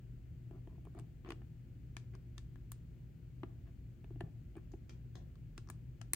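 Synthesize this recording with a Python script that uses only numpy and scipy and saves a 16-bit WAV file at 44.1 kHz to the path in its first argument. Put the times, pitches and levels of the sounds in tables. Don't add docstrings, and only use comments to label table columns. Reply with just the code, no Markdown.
import sys
import numpy as np
from scipy import signal
from scipy.fft import rfft, irfft, next_fast_len
from scipy.io import wavfile
from scipy.ndimage import map_coordinates

SR = 44100
rng = np.random.default_rng(int(sys.argv[2]) if len(sys.argv) > 2 else 0)


def transcribe(u):
    v = np.clip(np.atleast_2d(u).T, -1, 1)
    q = np.round(v * 32767).astype(np.int16)
    wavfile.write(sys.argv[1], SR, q)


N = 271259
RING_TIME = np.arange(SR // 10) / SR

# t/s, thump level/dB, knock over thump/dB,
# cushioning (clack under thump)/dB, snap over clack/dB, thump f/Hz, knock f/Hz
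PRESSES = [(0.5103, -53.5, -9.5, 25, -12, 357, 750), (0.6732, -54, -9.5, 23, -12, 380, 710),
           (0.781, -60, -10, 32, -14, 363, 780), (0.8515, -65.5, -7, 11, -2, 362, 800),
           (0.8702, -55.5, -9, 35, -12, 380, 1100), (0.949, -54, -11, 29, 0, 338, 1150),
           (1.2473, -54, -12, 12, -29, 352, 1210), (1.2602, -57.5, -5, 15, -27, 350, 1150),
           (1.2722, -61, -7, 10, -21, 354, 1000), (1.2767, -61, -1, 11, -20, 353, 1150),
           (1.2885, -46.5, -16.5, 22, -16, 385, 560), (1.3043, -46.5, -4.5, 4, -13, 397, 1000),
           (1.3193, -50, -5.5, 6.5, -19, 397, 1220), (1.417, -66.5, -2, 13, -18, 352, 1500),
           (3.433, -42.5, -8, 16.5, -25, 308, 1190), (4.043, -56.5, -10, 13.5, -19, 277, 700),
           (4.106, -51.5, -16.5, 37, -14, 343, 770), (4.158, -52.5, -16, 29, -16, 280, 700),
           (4.2065, -54, -1, 4, -15, 282, 1760), (4.2084, -43.5, -5, 22.5, -4.5, 302, 685),
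           (4.5536, -56, -10.5, 18, -16, 338, 696), (4.5674, -48, -15, 37, -16, 320, 696),
           (4.7365, -46.5, -15, 28.5, -16, 347, 770)]
# t/s, clack level/dB, clack f/Hz, knock over clack/dB, knock f/Hz,
# thump over knock/dB, snap over clack/dB, lean to the left/dB
CLICKS = [(0.9885, -71.5, 3020, 8, 1130, -1, 1, 4), (0.9962, -69.5, 2500, -3, 1250, -7, 1, 1),
          (1.3206, -64.5, 4420, -12, 1250, -5, -15, 3), (1.9667, -51.5, 2300, -4, 1880, -9, -9.5, 6),
          (2.1511, -73, 4340, 4, 1040, 0, -3.5, 10), (2.3797, -56.5, 3440, -5, 1520, -3, -8.5, 3.5),
          (2.557, -79, 3000, 10.5, 1680, -6, -7, 6), (2.718, -64, 3460, 1.5, 1170, -13, 13.5, 5.5),
          (4.567, -84, 3000, 12, 1680, -5, 8, -3), (5.355, -79, 4000, 5, 1200, -10, -8, 4),
          (5.578, -55.5, 2520, -2, 1300, 2, -7, 2), (5.6734, -76.5, 5500, 6, 1100, 1, -14, 1),
          (5.6874, -68, 5800, 4, 1080, -1, -13, 7), (5.7, -61.5, 2330, 7, 1150, -6, 9.5, 3),
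          (6.014, -58, 2660, 0.5, 1300, -11, -7, 6), (6.1337, -41.5, 2230, -10.5, 1930, 1, 11, 5.5)]
# t/s, chatter level/dB, chatter f/Hz, treble cut/(dB an octave),
# knock over chatter/dB, thump over chatter/dB
SKIDS = [(1.2878, -65, 2870, 2.5, -7, 1), (4.7169, -73.5, 6500, -2, -2, -13),
         (4.8936, -61.5, 2450, 1.5, -7, -1), (5.153, -62.5, 3260, -1, 1.5, 4.5)]
# t/s, length/s, level/dB, scratch over thump/dB
SLIDES = [(0.516, 0.072, -60.5, -30), (0.683, 0.084, -66, -28), (0.852, 0.022, -63, -14),
          (0.952, 0.067, -56.5, -19.5), (1.252, 0.044, -57, -10), (2.127, 0.036, -63.5, -4.5),
          (3.445, 0.1, -70.5, -15), (3.655, 0.046, -68.5, -7), (4.225, 0.07, -63, -28),
          (4.554, 0.046, -59, -12.5)]
# t/s, level/dB
BUMPS = [(3.436, -50), (4.237, -41.5), (4.2621, -49)]

# f/Hz, level/dB, t60/s
THUMP_MODES = [(175, -6.5, 0.043), (272, -1, 0.028), (345, -2.5, 0.045), (413.6, -9.5, 0.038)]
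KNOCK_MODES = [(530, -9.5, 0.02), (684, -1.5, 0.028), (812, -5.5, 0.032), (1013, -0.5, 0.02),
               (1137, 7.5, 0.012), (1355, -9, 0.041), (1555, -9, 0.029), (1708, 2, 0.029),
               (1930, -5.5, 0.024), (2110, -3.5, 0.016)]
EDGE_MODES = [(7110, 2, 0.02), (9190, -2.5, 0.0069), (9740, 6.5, 0.0083), (11700, -2, 0.013),
              (14950, -7, 0.014)]
# f/Hz, relative level/dB
CLACK_SPECTRUM = [(500, -28), (1000, -10), (1400, -6), (2000, -11), (2900, -11), (3700, -9.5), (4300, -7),
                  (5200, -7.5), (6500, -4), (8000, -20), (12000, -26)]
SNAP_SPECTRUM = [(5000, -19), (6900, -3), (7900, 0.5), (8700, 2.5), (9700, -4), (12000, 1), (15000, -7.5),
                 (17000, -14)]
SCATTER_SPECTRUM = [(1000, -21), (2500, -3.5), (4500, 0), (8000, -1.5), (10000, -10), (14000, -22)]
RUMBLE_SPECTRUM = [(15, -37.5), (30, -18.5), (43, 2), (64, 2), (85, -2), (115, -4.5), (140, -3.5),
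                   (185, -11.5), (260, -15), (350, -21.5), (480, -30), (900, -42.5), (2000, -55.5)]
HISS_SPECTRUM = [(200, -23), (480, 0), (700, -4), (1000, -10), (1400, 3), (2200, 3), (2900, 1), (3800, -7),
                 (4450, -5), (5500, -11.5), (7000, -7), (9500, -22), (12800, -15.5), (14500, -5),
                 (15700, -7.5), (16300, -23)]
# f/Hz, level/dB, wobble rate/Hz
HUM_TONES = [(119.5, -56.7, 0.57), (120.54, -58, 20), (157.2, -64, 12), (230.8, -77.5, 14), (352, -81, 18)]
# f/Hz, likeness (1 = the same)
STEREO_LIKENESS = [(60, 0.99), (150, 0.8), (380, 0.69), (950, 0.19), (2400, 0.39), (6000, 0.049),
                   (15000, 0.23)]
# f/Hz, t60/s
ROOM_DECAY = [(200, 0.18), (560, 0.66), (760, 0.55), (1000, 0.28), (4000, 0.22), (9000, 0.18),
              (16000, 0.021)]

THUMP_HZ, SNAP_HZ = 350, 8900
CLACK_CORNER_HZ = 2870


def presses(dulling_per_db=0.67):
    out = np.zeros((2, N))
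    for start, thump_db, knock_db, cushion_db, snap_db, thump_hz, knock_hz in PRESSES:
        clack_db = thump_db - cushion_db
        press = contact(thump_db, thump_db + knock_db, clack_db, clack_db + snap_db,
                        thump_hz, knock_hz, clack_hz=2760, pan_db=2.5,
                        knock_slope=dulling_per_db * cushion_db, clack_slope=23.5, snap_slope=0)
        add(out, start, press)
    return out


def clicks(square_snap_db=3.5, dulling_per_db=0.57):
    out = np.zeros((2, N))
    for start, clack_db, clack_hz, knock_db, knock_hz, thump_db, snap_db, pan_db in CLICKS:
        snap_slope = dulling_per_db * (square_snap_db - snap_db)
        click = contact(clack_db + knock_db + thump_db, clack_db + knock_db, clack_db, clack_db + snap_db,
                        THUMP_HZ, knock_hz, clack_hz, pan_db,
                        knock_slope=1.8, clack_slope=4, snap_slope=snap_slope)
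        add(out, start, click)
        wall_gain = np.hypot(amp(-14), amp(snap_db - 21.5))
        add(out, start, amp(clack_db) * wall_gain * wall_scatter())
    return out


def contact(thump_db, knock_db, clack_db, snap_db, thump_hz, knock_hz, clack_hz, pan_db,
            knock_slope, clack_slope, snap_slope):
    thump = amp(thump_db) * board_thump(thump_hz)
    knock_modes = dulled(KNOCK_MODES, knock_slope, corner_hz=710)
    knock = amp(knock_db) * ringing(knock_modes, knock_hz, spread=0.44, attack=0.00073, octaves=0.31)
    clack_spectrum = dulled(CLACK_SPECTRUM, clack_slope, CLACK_CORNER_HZ)
    clack = amp(clack_db) * tile_chatter(clack_spectrum, clack_hz, t60=0.014, attack=0.00072, width=0.8)
    snap_spectrum = dulled(SNAP_SPECTRUM, snap_slope, corner_hz=5040)
    edge_noise = tile_chatter(snap_spectrum, SNAP_HZ, t60=0.012, attack=0.0005, width=0.93)
    edge_modes = dulled(EDGE_MODES, snap_slope, corner_hz=5000)
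    edge_ring = ringing(edge_modes, SNAP_HZ, spread=0.17, attack=0.00033, octaves=0.47)
    snap = amp(snap_db) * burst(edge_noise + amp(-9) * edge_ring)
    direct = panned(thump, pan_db=1.5) + panned(knock + clack, pan_db) + snap
    return in_room(direct, room_db=-19.5)


def board_thump(pitch_hz):
    return ringing(THUMP_MODES, pitch_hz, spread=0.07, attack=0.0053, octaves=0.26)


def ringing(modes, pitch_hz, spread, attack, octaves, overtone_ratio=2.82):
    hz, db, t60 = np.transpose(modes)[:, :, None]
    random_db, detune, phase, phase_gap = rng.standard_normal((4, len(modes), 1))
    angle = 2 * np.pi * (hz * (1 + 0.015 * detune) * RING_TIME + phase)
    spot_db = sum(boost(hz, k * pitch_hz, peak_db=10, octaves=octaves) for k in (1, overtone_ratio))
    fade = amp(db + random_db + spot_db - 60 * RING_TIME / t60)
    rise = 1 - np.exp(-RING_TIME / attack)
    channels = [(rise * fade * np.sin(angle + side * spread * phase_gap)).sum(0) for side in (1, -1)]
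    return burst(np.array(channels))


def tile_chatter(spectrum, pitch_hz, t60, attack, width):
    colour = lambda hz: amp(along(spectrum, hz) + boost(hz, pitch_hz, peak_db=9, octaves=0.3))
    mid, side = filtered(rng.standard_normal((2, len(RING_TIME))), colour)
    fade = amp(-60 * RING_TIME / t60)
    rise = 1 - np.exp(-(RING_TIME / attack) ** 2)
    return np.array([burst((mid + sign * width * side) * rise * fade) for sign in (1, -1)])


def skids():
    out = np.zeros((2, N))
    knock_modes = dulled(KNOCK_MODES, slope=7.5, corner_hz=500)
    for start, db, pitch_hz, slope, knock_db, thump_db in SKIDS:
        spectrum = dulled(CLACK_SPECTRUM, slope, CLACK_CORNER_HZ)
        chatter = tile_chatter(spectrum, pitch_hz, t60=0.023, attack=0.0016, width=0.67)
        knock = amp(knock_db) * ringing(knock_modes, 536, spread=0.89, attack=0.0012, octaves=0.087)
        thump = amp(thump_db) * board_thump(THUMP_HZ)
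        add(out, start, in_room(amp(db) * (chatter + knock + thump), room_db=-6))
        add(out, start, amp(db - 10) * wall_scatter())
    return panned(out, pan_db=3)


def slides(slips_per_second=900):
    out = np.zeros((2, N))
    t = np.arange(SR // 4) / SR
    knock_modes = dulled(KNOCK_MODES, slope=40, corner_hz=1055)
    scratch_spectrum = dulled(CLACK_SPECTRUM, slope=14, corner_hz=1730)
    for start, length, db, scratch_db in SLIDES:
        stroke = np.sqrt(np.abs(np.sin(np.pi * np.minimum(t / length, 1))))
        slipping = rng.random(len(t)) < slips_per_second / SR
        slips = unit(slipping * rng.standard_normal(len(t))) * stroke
        thump = board_thump(pitch_hz=370)
        knock = ringing(knock_modes, pitch_hz=700, spread=0.38, attack=0.00075, octaves=0.23)
        scratch = tile_chatter(scratch_spectrum, pitch_hz=2300, t60=0.015, attack=0.00026, width=0.54)
        blow = thump + amp(-9.5) * knock + amp(scratch_db) * scratch
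        scuff = amp(db) * signal.fftconvolve(slips[None], blow / np.linalg.norm(blow[0]), axes=1)
        add(out, start, in_room(scuff, room_db=-16))
    return panned(out, pan_db=2)


def bumps(pitch_hz=130, t60=0.036, attack=0.0026):
    out = np.zeros((2, N))
    fade = amp(-60 * RING_TIME / t60)
    rise = 1 - np.exp(-RING_TIME / attack)
    thud = burst(np.sin(2 * np.pi * pitch_hz * RING_TIME) * rise * fade)
    for start, db in BUMPS:
        add(out, start, panned(amp(db) * thud, pan_db=1.5))
    return out


def in_room(x, room_db, wall_delay=0.0102, wall_db=-19):
    echoes = amp(room_db) * room_tail()
    echoes[:, 0] += 1
    echoes[:, round(wall_delay * SR)] += amp(wall_db)
    return signal.fftconvolve(x, echoes, axes=1)


def wall_scatter():
    return burst(filtered(room_tail(), lambda hz: amp(along(SCATTER_SPECTRUM, hz))))


def room_tail(attack=0.0056):
    hz, t, noise = signal.stft(rng.standard_normal((2, SR // 3)), SR, nperseg=256)
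    fade = amp(-60 * t / along(ROOM_DECAY, hz)[:, None])
    rise = 1 - np.exp(-(t / attack) ** 2)
    tail = signal.istft(noise * rise * fade, SR, nperseg=256)[1]
    return tail / np.linalg.norm(tail[0])


def ventilation():
    t = np.arange(N) / SR
    (motor_hz, motor_db, drift_rate), *ducts = HUM_TONES
    hum = amp(motor_db) * unit(np.sin(2 * np.pi * motor_hz * t + 0.5 * wobble(drift_rate)))
    for hz, db, rate in ducts:
        angle = 2 * np.pi * hz * t
        hum += amp(db) * unit(wobble(rate) * np.sin(angle) + wobble(rate) * np.cos(angle))
    rumble = amp(-53) * steady_noise(RUMBLE_SPECTRUM)
    hiss = amp(-81.5) * steady_noise(HISS_SPECTRUM)
    return panned(hum, pan_db=3) + panned(rumble, pan_db=0.5) + panned(hiss, pan_db=7.5)


def steady_noise(spectrum):
    def colour(hz):
        side_angle = np.arccos(np.clip(along(STEREO_LIKENESS, hz), -1, 1)) / 2
        return amp(along(spectrum, hz)) * [np.cos(side_angle), np.sin(side_angle)]
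    mid, side = filtered(rng.standard_normal((2, N)), colour)
    return unit(np.array([mid + side, mid - side]))


def boost(hz, pitch_hz, peak_db, octaves):
    return peak_db / (1 + (np.log2((hz + 1) / pitch_hz) / octaves) ** 2)


def dulled(rows, slope, corner_hz):
    return [(hz, db - slope * max(np.log2(hz / corner_hz), 0), *rest) for hz, db, *rest in rows]


def amp(db):
    return 10 ** (np.asarray(db) / 20)


def unit(x):
    return x / np.sqrt(np.mean(x ** 2) + 1e-20)


def burst(x):
    return unit(x) * np.sqrt(SR / 100 / x.shape[-1])


def along(points, hz):
    point_hz, values = np.transpose(points)
    return np.interp(np.log(hz + 1), np.log(point_hz), values)


def filtered(x, response):
    length = x.shape[-1]
    padded = next_fast_len(length + 8192)
    gains = response(np.fft.rfftfreq(padded, 1 / SR))
    return irfft(rfft(x, padded) * gains, padded)[..., :length]


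def wobble(rate):
    coarse = np.linspace(0, N, 4096)
    curve = map_coordinates(rng.standard_normal(size=1024), [coarse * rate / SR], mode="mirror")
    return np.interp(np.arange(N), coarse, curve)


def add(track, start, x):
    i = round(start * SR)
    track[:, i:i + x.shape[1]] += x[:, :max(N - i, 0)]


def panned(x, pan_db):
    return x * amp([[pan_db / 2], [-pan_db / 2]])


def scene():
    return presses() + clicks() + skids() + slides() + bumps() + ventilation()


def record(dry, notch_hz=11300, notch_width_hz=800, notch_db=-23, top_hz=16400):
    notch = lambda hz: amp(notch_db * np.exp(-((hz - notch_hz) / notch_width_hz) ** 2))
    return filtered(dry, lambda hz: notch(hz) / np.sqrt(1 + (hz / top_hz) ** 160))


dry = scene()
out = record(dry)
transcribe(out)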